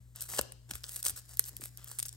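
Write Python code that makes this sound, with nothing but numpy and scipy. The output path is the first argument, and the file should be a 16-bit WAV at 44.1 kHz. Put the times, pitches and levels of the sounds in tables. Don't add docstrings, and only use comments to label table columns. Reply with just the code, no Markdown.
import sys
import numpy as np
from scipy import signal
from scipy.fft import rfft, irfft
from scipy.io import wavfile

SR = 44100
rng = np.random.default_rng(int(sys.argv[2]) if len(sys.argv) > 2 else 0)


def bounce(signal):
    frames = np.transpose(np.atleast_2d(signal))
    limited = np.clip(frames, -1, 1)
    pcm = np.round(limited * 32767).astype(np.int16)
    wavfile.write(sys.argv[1], SR, pcm)


N = 95564
TIME = np.arange(N) / SR
CLICK_GAIN = np.sqrt(.004 * SR)


def amp(db):
    return 10 ** (np.asarray(db) / 20)


def value_at(points, hz):
    freq_hz, value = np.transpose(points)
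    return np.interp(np.log(hz + 1), np.log(freq_hz + 1), value)


def unit(x):
    return x / np.sqrt(np.sum(x ** 2, axis=-1, keepdims=True) + 1e-20)


def add(mix, start_s, sound):
    part = mix[:, max(round(start_s * SR), 0):][:, :sound.shape[1]]
    part += sound[:, :part.shape[1]]


def colour(x, taps):
    return signal.fftconvolve(np.atleast_2d(x), np.atleast_2d(taps), axes=1)


def response(spectrum, ring_hz=None, q=1, size=2048):
    hz = abs(np.fft.fftfreq(size, 1 / SR)) + 1
    gain = amp(value_at(spectrum, hz))
    if ring_hz:
        gain = gain / np.hypot(1, q * (hz / ring_hz - ring_hz / hz))
    log_gain = np.log(np.maximum(gain, 1e-5))
    minimum_phase = np.exp(np.conj(signal.hilbert(log_gain)))
    return unit(np.fft.ifft(minimum_phase).real[:size // 2])


def wander(t, low_hz, high_hz):
    return sum(np.sin(2 * np.pi * (hz * t + rng.random())) for hz in np.geomspace(low_hz, high_hz, 8)) / 2


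# pitch_hz, level_db
HUM_TONES = [(58.5, -62.5), (119.8, -57.5)]
# freq_hz, gain_db
AIR_SPECTRUM = [(20, -39.5), (45, -6.5), (62, 9), (90, -3.5), (160, -6), (300, -17.5), (700, -28),
                (1200, -30), (3500, -31.5), (6000, -31), (7500, -25), (11000, -28), (15500, -32),
                (17000, -51)]


def hum_and_air(air_db=-64.0, waver=0.12, air_width=0.087):
    hum = 0
    for pitch_hz, level_db in HUM_TONES:
        level = amp(level_db) * np.sqrt(2) * (1 + waver * wander(TIME, low_hz=.5, high_hz=6))
        hum += level * np.sin(2 * np.pi * (pitch_hz * TIME + rng.random()))
    air = rng.standard_normal(N) + air_width * rng.standard_normal((2, N))
    return hum + amp(air_db) * colour(air, response(AIR_SPECTRUM, size=8192))[:, :N]


def fibre_breaks(count, per_s, spread_db, hiss):
    strength = amp(spread_db * np.minimum(rng.exponential(1, count), 3))
    clicks = strength * rng.choice([-1, 1], count) * (rng.random(count) < per_s / SR)
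    sliding = hiss * rng.standard_normal(count) / np.sqrt(count)
    return unit(unit(clicks) + sliding) * np.sqrt(count)


def shiver(decay_s, wave_gain, bounce_gain=0.621, bounce_s=.0009, size=400):
    t = np.arange(size) / SR
    kick = wave_gain * unit(rng.standard_normal((2, size)) * np.exp(-t / decay_s))
    kick[:, 0] = 1
    kick[:, round(bounce_s * rng.uniform(.7, 1.4) * SR)] += bounce_gain
    return kick


# freq_hz, gain_db
FIBRE_SPECTRUM = [(1200, -42), (2600, -4.5), (4000, -5.5), (6500, -4), (8500, 1.5), (10000, -5),
                  (11500, 1.5), (13000, -11.5), (15500, -1.5), (17000, -27.5)]
# freq_hz, gain_db
SHEET_SPECTRUM = [(100, -8), (250, -5), (550, 3.5), (950, -4), (1450, 5), (1900, 0), (2400, 3.5),
                  (3400, -2.5), (5200, -16), (8000, -15.5)]
# start_s, end_s, level_db, swell_db, body_relative_db
SEAM_PULLS = [(0.147, 0.198, -55.5, 8.5, -4.5), (0.209, 0.29, -50, -14, -12),
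              (0.283, 0.385, -41.5, 6.5, -11), (0.382, 0.393, -31.5, 8.5, -4.5),
              (0.689, 0.698, -53.5, 3, -5), (0.706, 0.719, -43.5, -9, -5.5), (0.731, 0.784, -52.5, -4, -10),
              (0.837, 0.896, -52.5, -5.5, -8), (0.889, 1.003, -47.5, 2.5, -14.5),
              (1.039, 1.106, -37.5, -0.5, -15), (1.158, 1.194, -45.5, -3.5, -13),
              (1.278, 1.349, -56.5, 2, -9), (1.455, 1.493, -44.5, 2, -18), (1.605, 1.679, -50.5, -4.5, -14),
              (1.772, 1.872, -64, -2, -1), (1.868, 1.974, -53, -4, -11), (2.056, 2.073, -43, -14, -17.5)]


def peeling(body_trim_db=-1, unsteady_db=1.47, base_per_s=1500, usual_db=-50, doubling_db=4.5):
    out, sheet = np.zeros((2, N)), response(SHEET_SPECTRUM)
    for start_s, end_s, level_db, swell_db, body_relative_db in SEAM_PULLS:
        length_s = end_s - start_s
        ramp_s = 0.00226 + 0.0496 * length_s
        t = np.arange(0, length_s + 4 * ramp_s, 1 / SR)
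        uneven_glue_db = unsteady_db * wander(t, low_hz=20, high_hz=160)
        level = amp(level_db + swell_db * (np.minimum(t / length_s, 1) - .5) + uneven_glue_db)
        gate = np.minimum(t / ramp_s, 1) * np.exp(-np.maximum(t - length_s, 0) / ramp_s)
        per_s = base_per_s * 2 ** (max(level_db - usual_db, 0) / doubling_db)
        run = fibre_breaks(len(t), per_s, spread_db=5, hiss=.5) * level * gate
        tilt_db_per_octave = 0.6991 * (-11 - body_relative_db)
        fibres = response([(hz, db + tilt_db_per_octave * np.log2(hz / 7500)) for hz, db in FIBRE_SPECTRUM])
        grip = shiver(decay_s=.0005, wave_gain=.3, bounce_gain=.3)
        add(out, start_s, colour(run, unit(colour(grip, fibres))))
        add(out, start_s, amp(body_trim_db + body_relative_db) * colour(run, unit(colour(grip, sheet))))
    return out


# freq_hz, gain_db
CRACK_SPECTRUM = [(800, -42), (2000, -18.5), (3200, 3.5), (5200, 4.5), (7000, -1), (9000, 4.5),
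                  (12000, 0.5), (15500, 0), (17000, -22)]


def buckle(level_db, ring_hz):
    kick = shiver(decay_s=.0012, wave_gain=0.95)
    flap = response(CRACK_SPECTRUM, ring_hz, q=3.67)
    return amp(level_db) * CLICK_GAIN * unit(colour(kick, flap))


# start_s, level_db, ring_hz, knock_db
PAPER_SNAPS = [(0.16, -40.5, 10920, -61.5), (0.2079, -36.5, 10300, -67.5), (0.2167, -36, 10800, -72),
               (0.2226, -33, 10400, -76), (0.4123, -28, 11070, -44.5), (0.5216, -41.5, 9601, -55),
               (0.7107, -31.5, 8920, -40.5), (0.7365, -43, 5700, -48), (0.7543, -36.5, 10160, -45.5),
               (0.8406, -37.5, 4560, -49), (0.893, -38, 8590, -56.5), (0.9609, -32, 10200, -70),
               (0.9649, -36.5, 8400, -48.5), (1.0287, -32, 9520, -56.5), (1.052, -27.5, 8800, -52),
               (1.06, -28, 8740, -45), (1.0642, -27.5, 8200, -36), (1.067, -26, 8480, -59),
               (1.0828, -28.5, 8700, -57.5), (1.096, -30.5, 8830, -48.5), (1.1625, -44, 11800, -59),
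               (1.3715, -37, 12900, -84), (1.3942, -16, 11640, -42), (1.4407, -40, 6280, -80.5),
               (1.567, -36.5, 11380, -61), (1.619, -55, 3070, -48), (1.6382, -36.5, 9410, -52),
               (1.6572, -38, 11300, -50.5), (1.7735, -41, 11740, -82), (1.8441, -41, 15070, -64),
               (1.9153, -39.5, 9660, -55.5), (1.9877, -30.5, 9270, -51.5), (1.993, -28.5, 9065, -47),
               (2.0002, -30.5, 9030, -50), (2.028, -28, 9480, -49), (2.0539, -41.5, 5820, -60),
               (2.084, -38, 8800, -63.5), (2.0914, -39, 7410, -72.5), (2.1281, -45.5, 8600, -63.5)]


def snaps(snap_trim_db=-.5, knock_trim_db=-2, creak_rise_s=.002, creak_decay_s=0.0085):
    out, sheet, fibres = np.zeros((2, N)), response(SHEET_SPECTRUM), response(FIBRE_SPECTRUM)
    t = np.arange(-4 * creak_rise_s, 6 * creak_decay_s, 1 / SR)
    creak_envelope = np.exp(np.minimum(t / creak_rise_s, -t / creak_decay_s))
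    for start_s, level_db, ring_hz, knock_db in PAPER_SNAPS:
        add(out, start_s, buckle(level_db + snap_trim_db, ring_hz))
        knock = unit(colour(shiver(decay_s=.002, wave_gain=.45, bounce_gain=.35), sheet))
        add(out, start_s, amp(knock_db + knock_trim_db) * CLICK_GAIN * knock)
        creak = creak_envelope * fibre_breaks(len(t), per_s=900, spread_db=5, hiss=.4)
        creak_db = min(level_db - 15, -40)
        add(out, start_s + t[0], amp(creak_db) * colour(creak, fibres))
    return out


def glue_ticks(per_s=53, above_pull_db=1.5, scatter_db=6, ceiling_db=-44.5, ring_hz=10000):
    out = np.zeros((2, N))
    for start_s, end_s, level_db, swell_db, _ in SEAM_PULLS:
        count = int((end_s - start_s) * per_s)
        for k, (jitter, strength, detune) in enumerate(rng.uniform(-1.2, 1, (count, 3))):
            progress = (k + .5 + jitter / 2) / count
            tick_db = level_db + swell_db * (progress - .5) + above_pull_db + scatter_db * strength
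            tick = buckle(min(tick_db, ceiling_db), ring_hz * 2 ** (detune / 4))
            add(out, start_s + progress * (end_s - start_s), tick)
    return out


# start_s, end_s, level_db
GRIP_SHIFTS = [(0.284, 0.393, -68.5), (0.676, 0.714, -63), (1.032, 1.173, -64.5), (1.481, 1.59, -65),
               (2.111, 2.173, -70)]
# freq_hz, gain_db
SKIN_SPECTRUM = [(80, -39.5), (200, 4), (450, -3), (800, -15), (2000, -16.5), (6000, -44)]


def finger_rubs():
    out, skin = np.zeros((2, N)), response(SKIN_SPECTRUM)
    for start_s, end_s, level_db in GRIP_SHIFTS:
        count = round((end_s - start_s) * SR)
        slips = fibre_breaks(count, per_s=400, spread_db=3, hiss=.8) * np.hanning(count)
        add(out, start_s, amp(level_db) * colour(slips, skin))
    return out


# start_s, envelope_peak_db, pitch_hz
WRAPPER_SWINGS = [(0.336, -37, 906), (0.338, -34.5, 1850), (0.3916, -23.5, 538.5), (0.392, -26.5, 1000),
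                  (0.393, -39.5, 204.2), (0.4, -41.5, 57), (0.715, -46, 226.4), (0.741, -43.5, 71),
                  (1.122, -45.5, 92.5), (1.3945, -39, 456.8), (1.3961, -31, 1780), (1.598, -48, 341),
                  (1.627, -48, 272), (1.915, -46.5, 1020)]


def swings(rise_cycles=0.526):
    out, t = np.zeros((2, N)), TIME[None, :SR // 5]
    for start_s, envelope_peak_db, pitch_hz in WRAPPER_SWINGS:
        age = t * pitch_hz / rise_cycles
        envelope = amp(envelope_peak_db) * age * np.exp(1 - age)
        add(out, start_s, envelope * np.sin(2 * np.pi * pitch_hz * t))
    return out


def rustle(fibre_db=-62.5, body_db=-72, hold_s=0.652, rise_s=0.084, loose_db=-31):
    hold = np.interp(TIME, [hold_s, hold_s + rise_s], [amp(loose_db), 1])
    paper = amp(fibre_db) * response(FIBRE_SPECTRUM) + amp(body_db) * response(SHEET_SPECTRUM)
    run = hold * fibre_breaks(N, per_s=500, spread_db=6, hiss=.6)
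    grip = unit(shiver(decay_s=0.000943, wave_gain=0.953))
    return colour(run, colour(grip, paper))[:, :N]


# freq_hz, gain_db
TAIL_SPECTRUM = [(300, 3), (2000, 3), (5000, 2), (9000, 0.5), (12000, -1), (16000, -11.5)]
# freq_hz, t60_s
TAIL_DECAY = [(200, 0.588), (1000, 0.412), (5000, 0.627), (9000, 0.358), (16000, 0.24)]


def kitchen_echo(x, predelay_s=0.0033):
    hz, t, noise = signal.stft(rng.standard_normal((2, SR // 2)), SR, nperseg=256)
    fade_db = value_at(TAIL_SPECTRUM, hz)[:, None] - 60 * t / value_at(TAIL_DECAY, hz)[:, None]
    tail = signal.istft(noise * amp(fade_db), SR, nperseg=256)[1]
    tail *= np.arange(tail.shape[1]) / SR > predelay_s
    return colour(x, unit(tail))[:, :N]


def scene(room_db=-18.0):
    paper = snaps() + peeling() + glue_ticks() + rustle() + swings() + finger_rubs()
    return paper + amp(room_db) * kitchen_echo(paper) + hum_and_air()


# freq_hz, left_minus_right_db
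MIC_BALANCE = [(50, 3), (150, 4.5), (1000, 5), (3200, 5.5), (4300, 3.5), (6800, 3.5), (8200, 0), (16000, 0)]
# freq_hz, left_lead_rad
MIC_PHASE = [(1200, 0.554), (1900, 0.37), (2400, 2.485), (3400, 1.385), (4100, 0.535), (7000, 1.186)]


def record(dry, split_hz=7500, treble_width=0.234, left_delay_s=.000247, low_hz=22, high_hz=16700):
    hz = np.fft.rfftfreq(N, 1 / SR)
    treble = np.clip((hz - split_hz) / 600 + .5, 0, 1)
    left, right = rfft(dry * signal.windows.tukey(N, .008))
    mid, side = (left + right) / 2, (left - right) / 2
    side *= 1 + (treble_width - 1) * treble
    lead = np.exp(1j * value_at(MIC_PHASE, hz))
    lag = np.exp(-2j * np.pi * hz * left_delay_s)
    left_shift = (1 - treble) * lead + treble * lag
    lean = amp(value_at(MIC_BALANCE, hz) / 2)
    ports = np.array([(mid + side) * left_shift * lean, (mid - side) / lean])
    low_cut = (1j * hz / (1j * hz + low_hz)) ** 2
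    high_cut_taps = signal.firwin(255, high_hz, window=("kaiser", 9), fs=SR)
    return signal.oaconvolve(irfft(ports * low_cut, N), high_cut_taps[None], "same")


dry = scene()
out = record(dry)
bounce(out)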